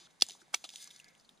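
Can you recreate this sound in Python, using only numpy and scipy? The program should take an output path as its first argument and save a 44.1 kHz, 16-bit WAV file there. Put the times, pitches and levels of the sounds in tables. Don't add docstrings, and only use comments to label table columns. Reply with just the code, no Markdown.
import sys
import numpy as np
from scipy import signal
from scipy.fft import rfft, irfft
from scipy.io import wavfile
from scipy.ndimage import uniform_filter1d

SR = 44100
rng = np.random.default_rng(int(sys.argv[2]) if len(sys.argv) > 2 else 0)


def log_audio(samples):
    frames = np.atleast_2d(samples).T
    limited = np.clip(frames, -1, 1)
    pcm = np.round(limited * 32767).astype(np.int16)
    wavfile.write(sys.argv[1], SR, pcm)


def voltage_ratio(decibels):
    exponent = np.asarray(decibels, float) / 20
    return 10 ** exponent


N = 61740


def evened(x):
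    return x / np.sqrt(np.mean(x ** 2) + 1e-20)


def read(points, hz):
    f, value = np.transpose(points)
    return np.interp(np.log(hz + 1), np.log(f + 1), value)


def curve(points):
    s, db = np.transpose(points)
    last_db = db[-1] if s[-1] > 1.3 else -120
    return voltage_ratio(np.interp(np.arange(N) / SR, s, db, right=last_db))


def colour(x, points):
    gain_db = np.maximum(read(points, np.fft.rfftfreq(2048, 1 / SR)), -100)
    half = np.log(voltage_ratio(gain_db))
    full = np.r_[half, half[-2:0:-1]]
    response = np.fft.ifft(np.exp(np.conj(signal.hilbert(full)))).real
    return signal.oaconvolve(x, response)[:len(x)]


def resonate(x, hz, width):
    turn = np.exp(2j * np.pi * hz * np.arange(len(x)) / SR)
    r = np.exp(-np.pi * width / SR)
    return 2 * (turn * signal.lfilter([1 - r], [1, -r], x / turn)).real


def without_bass(x, order, low_hz):
    return signal.sosfilt(signal.butter(order, low_hz, "high", fs=SR, output="sos"), x)


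def add(mix, s, sound):
    part = mix[round(s * SR):][:len(sound)]
    part += sound[:len(part)]


# pitch in Hz, level in dB.
CRACK_COLOUR = [(100, -49), (250, -11), (750, -10.5), (1900, -32), (4500, -4), (7800, -11.5),
                (10000, -14.5), (16000, -32.5)]
# pitch in Hz, level in dB.
RUSTLE_COLOUR = [(500, -47.5), (900, -17), (2200, -11.5), (3600, -4.5), (6500, -11), (10200, -13),
                 (16000, -14)]


def breaks(rows, q, share, after_db, low_hz):
    rise_s, rise_db, splinter_db, after_t60_s = .0007, -30, -3.5, 0.088
    out = np.zeros(N)
    t = np.arange(4000) / SR - rise_s
    for s, db, hz, t60 in rows:
        slope = np.where(t < 0, rise_db / rise_s, -60 / t60)
        jolt = voltage_ratio(splinter_db) * rng.standard_normal(len(t)) * voltage_ratio(slope * abs(t)) / 2
        jolt[round(rise_s * SR)] = 1
        ring = resonate(resonate(jolt, hz, hz / q), hz, hz / q)
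        bare = colour(jolt, CRACK_COLOUR)
        snap = share * ring / abs(ring).max() + (1 - share) * bare / abs(bare).max()
        bark = evened(colour(rng.standard_normal(len(t)), RUSTLE_COLOUR))
        after = voltage_ratio(after_db - 60 * abs(t) / after_t60_s) * (t > 0) * bark
        add(out, s - rise_s, voltage_ratio(db) * (snap / abs(snap).max() + after))
    return without_bass(out, 4, low_hz)


def rings(rows, swell, turn, low_hz):
    t = np.arange(N) / SR
    rung = np.zeros(N)
    for k, (s, db, hz, t60) in enumerate(rows):
        length = t60 * np.where(t < s, swell, 1)
        loudness = voltage_ratio(db - 60 * abs(t - s) / length)
        rung += turn ** k * loudness * np.cos(2 * np.pi * hz * (t - s))
    return without_bass(rung, 2, low_hz)


def grains(per_s, spread_db):
    size = voltage_ratio(spread_db * np.minimum(rng.exponential(1, N), 4)) * rng.choice([-1., 1.], N)
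    return evened(size * (rng.random(N) < per_s / SR))


# time in seconds, peak in dB, ring in Hz, time to fade by 60 dB in seconds.
FIRST_FIBRES = [
    (.2005, -48, 4400, 0.026),
    (.2092, -42.5, 4500, 0.014),
    (.2108, -27.5, 3980, 0.011),
    (.2192, -31.5, 4650, 0.015),
    (.2222, -18.5, 10200, .003),
    (.2242, -21, 9240, 0.0092),
    (.2256, -23.5, 6400, 0.004),
    (.2276, -30.5, 4700, 0.0081),
    (.2368, -40.5, 4500, 0.0027),
]
# peak time in seconds, peak in dB, pitch in Hz, 60 dB fade in seconds.
FIRST_MODES = [(.2221, -26.5, 2770, .014), (.2221, -15.5, 3430, .012), (.2221, -28.5, 4050, .014),
               (.2221, -11.5, 4460, 0.011), (.2221, -11.5, 5256, .007), (.2221, -21.5, 5850, .015),
               (.2232, -21.5, 6420, .011), (.2232, -27, 6860, .009), (.2221, -32, 8400, .012),
               (.2232, -30.5, 9040, .012), (.2221, -28.5, 9800, .012)]


def first_break():
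    fibres = breaks(FIRST_FIBRES, q=1.8, share=0.53, after_db=-23, low_hz=1500)
    return fibres + rings(FIRST_MODES, swell=.18, turn=1, low_hz=785)


# time in seconds, peak in dB, ring in Hz, 60 dB fade in seconds.
SECOND_FIBRES = [
    (.5422, -31.5, 1294, 0.002),
    (.5431, -27, 3500, 0.003),
    (.5454, -21.5, 9000, .003),
    (.548, -22, 3900, 0.0047),
]
# peak time in seconds, peak in dB, pitch in Hz, 60 dB fade in seconds.
SECOND_MODES = [(.542, -30, 770, 0.0074), (.5425, -34, 1277, .012), (.5425, -31, 1535, .012),
                (.544, -37, 1920, 0.013), (.5455, -23, 2265, 0.012), (.545, -33, 2675, 0.017),
                (.5435, -29.5, 3270, 0.0125), (.546, -35, 3840, 0.012), (.544, -35, 4350, 0.011),
                (.544, -34.5, 5345, 0.017), (.5453, -14.5, 6070, 0.0037), (.545, -31.5, 6600, 0.0092),
                (.545, -31.5, 7760, 0.014), (.545, -33, 9240, 0.0047)]


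def second_break():
    fibres = breaks(SECOND_FIBRES, q=3, share=0.41, after_db=-23.5, low_hz=573)
    return fibres + tear() + rings(SECOND_MODES, swell=0.81, turn=-1.006, low_hz=454)


# time in seconds, level in dB.
TEAR_LEVEL = [
    (.524, -80),
    (.531, -60),
    (.538, -53),
    (.543, -43),
    (.546, -43),
    (.551, -53),
    (.562, -60),
    (.575, -90),
]
# pitch in Hz, level in dB.
TEAR_COLOUR = [(400, -42.5), (700, 1.5), (2300, -5), (3000, -9.5), (6100, -6), (10000, -6), (16000, -19.5)]


def tear():
    return curve(TEAR_LEVEL) * evened(colour(grains(14000, 2.2), TEAR_COLOUR))


# time in seconds, peak in dB, ring in Hz, 60 dB fade in seconds.
TICKS = [(0.2586, -51, 6550, 0.014), (0.2657, -36, 7000, 0.012), (0.287, -32.5, 7100, 0.018),
         (0.297, -37, 6070, 0.0071), (0.2969, -37, 3000, 0.014), (0.3076, -32.5, 4280, 0.0055),
         (0.319, -38, 5660, 0.0063), (0.6405, -38.5, 3010, 0.011), (0.6913, -33, 3360, 0.0011),
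         (.6915, -38, 5070, 0.0043), (.694, -39, 3430, 0.0053), (0.7028, -39.5, 3600, 0.01),
         (0.7345, -44, 5560, 0.0027), (0.7586, -30.5, 3510, 0.0034), (.7587, -33, 5900, 0.0079),
         (.7605, -40, 9300, 0.0051), (0.7705, -47, 6240, 0.0089), (0.7844, -49, 3360, 0.0069),
         (0.8245, -42, 7200, 0.043), (0.8746, -41.5, 5300, 0.027),
         (0.6425, -32.5, 4000, 0.036),
    (0.6497, -37.5, 3470, 0.029),
    (0.657, -46.5, 3550, 0.071),
    (0.7383, -39, 3600, 0.005),
    (.742, -44, 6500, 0.0086),
    (0.843, -38.5, 9200, 0.013),
    (0.301, -41, 4770, 0.011),
]
# time in seconds, peak in dB, ring in Hz, 60 dB fade in seconds.
THIN_TICKS = [(.9046, -46, 3720, .008), (.9095, -41, 3730, 0.012), (.9615, -48, 4300, 0.0093),
              (.963, -45.5, 6360, 0.0074), (.984, -56, 6100, 0.0035), (.9925, -47.5, 9200, .004),
              (.999, -43, 2740, .015), (1.001, -50, 6500, 0.014), (1.044, -47.5, 4700, 0.0055),
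              (1.044, -53.5, 9700, 0.0061), (1.083, -52.5, 6500, .006), (1.087, -52.5, 5050, 0.0072),
              (1.108, -62, 12000, 0.0036), (1.1507, -52.5, 3180, 0.0051), (1.178, -61, 9100, 0.0036),
              (1.1975, -53.5, 4980, 0.028), (1.21, -58.5, 5400, .008), (1.247, -58, 4200, 0.045),
              (1.2915, -47.5, 3617, 0.0098), (1.3753, -61, 3920, .006)]


def ticks():
    plain = breaks(TICKS, q=2.4, share=0.61, after_db=-27.0, low_hz=1500)
    return plain + breaks(THIN_TICKS, q=6.1, share=0.67, after_db=-16.5, low_hz=1500)


# time in seconds, peak in dB, ring in Hz, 60 dB fade in seconds.
KNOCKS = [(.01, -63.5, 338, 0.11), (.072, -54.5, 1500, 0.0057), (.305, -59.5, 347, 0.044),
          (.48, -59, 760, .015), (.288, -53.5, 780, 0.0019), (.297, -54, 710, 0.0052),
          (.35, -54.5, 910, 0.0092), (.416, -52, 1500, 0.055), (.422, -60, 350, 0.0097),
          (.641, -43, 732, 0.004), (.643, -48.5, 1180, 0.044), (.642, -55.5, 292, 0.035),
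          (.65, -51, 750, 0.027), (.739, -56, 800, 0.016), (.875, -58, 1190, 0.011),
          (1.31, -63.5, 218, 0.034), (.547, -52.5, 373.4, 0.029)]
# peak time in seconds, peak in dB, pitch in Hz, 60 dB fade in seconds.
THUD = [
    (.226, -58, 95, 0.067),
    (.2225, -39.5, 204, .02),
    (.2225, -32.5, 362, 0.013),
    (.2225, -35, 514, 0.016),
    (.2225, -30.5, 775, 0.0099),
    (.2225, -35, 1350, 0.0059),
]


def knocks():
    bass_cut_hz = 70
    hollow = breaks(KNOCKS, q=2.97, share=0.57, after_db=-71, low_hz=bass_cut_hz)
    return hollow + rings(THUD, swell=0.44, turn=-1.11, low_hz=bass_cut_hz)


def crackle():
    flutter_db, flutter_s = 2.2, .015
    span = round(flutter_s * SR)
    grip = uniform_filter1d(uniform_filter1d(rng.standard_normal(N), size=span), size=span)
    fizz = 1.5 * rng.standard_normal(N)
    return voltage_ratio(flutter_db * evened(grip)) * (grains(3900, 4.5) + fizz)


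# time in seconds, level in dB.
HANDLING = [
    [(0, -62), (.07, -63.5), (.082, -120), (.11, -66), (.135, -117), (.16, -100)],
    [(.187, -80), (.245, -63), (.28, -58.5), (.33, -55), (.385, -70), (.415, -63), (.43, -77), (.52, -77),
     (.53, -99)],
    [(.54, -92.5), (.57, -60.5), (.6, -65), (.68, -64), (.73, -58), (.82, -50), (.89, -64), (.965, -60.5),
     (1.02, -74.5), (1.4, -77)],
]
STROKE_TILT = [-.7, .1, .3]
# pitch in Hz, width in Hz, level in dB.
TWIG_RINGS = [(3600, 550, -0.5), (4700, 1400, -2.5), (6500, 1000, -0.5), (9200, 1000, -8.5)]


def rustle():
    bed = voltage_ratio(-2) * evened(colour(crackle(), RUSTLE_COLOUR))
    for hz, width, db in TWIG_RINGS:
        bed += voltage_ratio(db) * evened(resonate(resonate(crackle(), hz, width), hz, 2 * width))
    spectrum = rfft(bed)
    hz = np.fft.rfftfreq(N, 1 / SR)
    out = np.zeros(N)
    for stroke, tilt in zip(HANDLING, STROKE_TILT):
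        tilted = irfft(spectrum * (1 + hz / 3000) ** (2 * tilt), N)
        out += curve(stroke) * evened(tilted)
    return out


# time in seconds, level in dB.
SCRAPE_LEVEL = [
    (.68, -80.5),
    (.8, -68.5),
    (.88, -68.5),
    (.92, -71.5),
    (1.0, -71),
    (1.09, -66.5),
    (1.13, -74),
    (1.2, -82),
]
# pitch in Hz, width in Hz.
SCRAPE_RINGS = [(1700, 120), (2100, 350)]


def scrape():
    slips = grains(4000, 2)
    ringing = sum(resonate(resonate(slips, hz, width), hz, 2 * width) for hz, width in SCRAPE_RINGS)
    return curve(SCRAPE_LEVEL) * evened(ringing)


# pitch in Hz, level in dB.
AIR_COLOUR = [(25, -12), (115, -22), (150, -2.5), (350, -11), (750, -10.5), (2300, -18.5), (10000, -32.5),
              (16000, -42)]
# pitch in Hz, likeness from 0 to 1.
AIR_SAME = [(30, 0.24), (150, 0.21), (500, 0.2), (2000, 0.2), (8000, .5), (16000, 0.36)]


def air():
    air_db, hum_db, hum_hz, hum_width_hz = -70, -83.5, 165, 21
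    frames, hz = N // 256 + 5, np.fft.rfftfreq(1024, 1 / SR)
    a, b, c, d, patches = rng.standard_normal((frames, 513, 5)).T
    patches = uniform_filter1d(uniform_filter1d(patches, size=10, axis=0), size=10, axis=1)
    loudness = voltage_ratio(read(AIR_COLOUR, hz)[:, None] + 0.64 * evened(patches))
    same = read(AIR_SAME, hz)[:, None]
    left = a + 1j * b
    right = same * left + np.sqrt(1 - same ** 2) * (c + 1j * d)
    hush = signal.istft(np.array([left, right]) * loudness, nperseg=1024, noverlap=768)[1][:, :N]
    hum = resonate(resonate(rng.standard_normal(N), hum_hz, hum_width_hz), hum_hz, hum_width_hz)
    return voltage_ratio(air_db) * evened(hush) + voltage_ratio(hum_db) * evened(hum)


# pitch in Hz, level in dB.
WIDE = [(200, -13.5), (800, -4), (1500, 3.5), (2500, -24), (5000, -3.5), (9000, -7.5), (14000, -4)]


def placed(x, pan_db):
    port_s, stones_db, stones_t60_s = 0.00026, -16, .03
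    hz, t = np.fft.rfftfreq(N, 1 / SR), np.arange(1500) / SR
    side = irfft(1j * rfft(x) * voltage_ratio(read(WIDE, hz)) * np.cos(2 * np.pi * hz * port_s), N)
    taps = rng.standard_normal(len(t)) * voltage_ratio(-60 * t / stones_t60_s)
    side += voltage_ratio(stones_db) * signal.oaconvolve(x, taps / np.linalg.norm(taps))[:N]
    return np.array([voltage_ratio(pan_db / 2) * x + side, voltage_ratio(-pan_db / 2) * x - side])


def scene():
    sticks = placed(first_break(), pan_db=.4) + placed(second_break(), pan_db=-4)
    twigs = placed(ticks() + rustle() + scrape(), pan_db=0.45)
    return sticks + twigs + placed(knocks(), pan_db=-1.3) + air()


def top_cut(x):
    return signal.sosfilt(signal.butter(12, 16480, fs=SR, output="sos"), x)


# pitch in Hz, level in dB.
MIC = [(2000, 0), (10400, 0.5), (11600, -7), (14500, -5), (16200, -27)]


def record(dry):
    port = np.array([colour(channel, MIC) for channel in dry])
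    low_pass = signal.firwin(511, 16250, window=("kaiser", 9), fs=SR)
    mix = signal.oaconvolve(port, low_pass[None], "same")
    return top_cut(mix)


dry = scene()
out = record(dry)
log_audio(out)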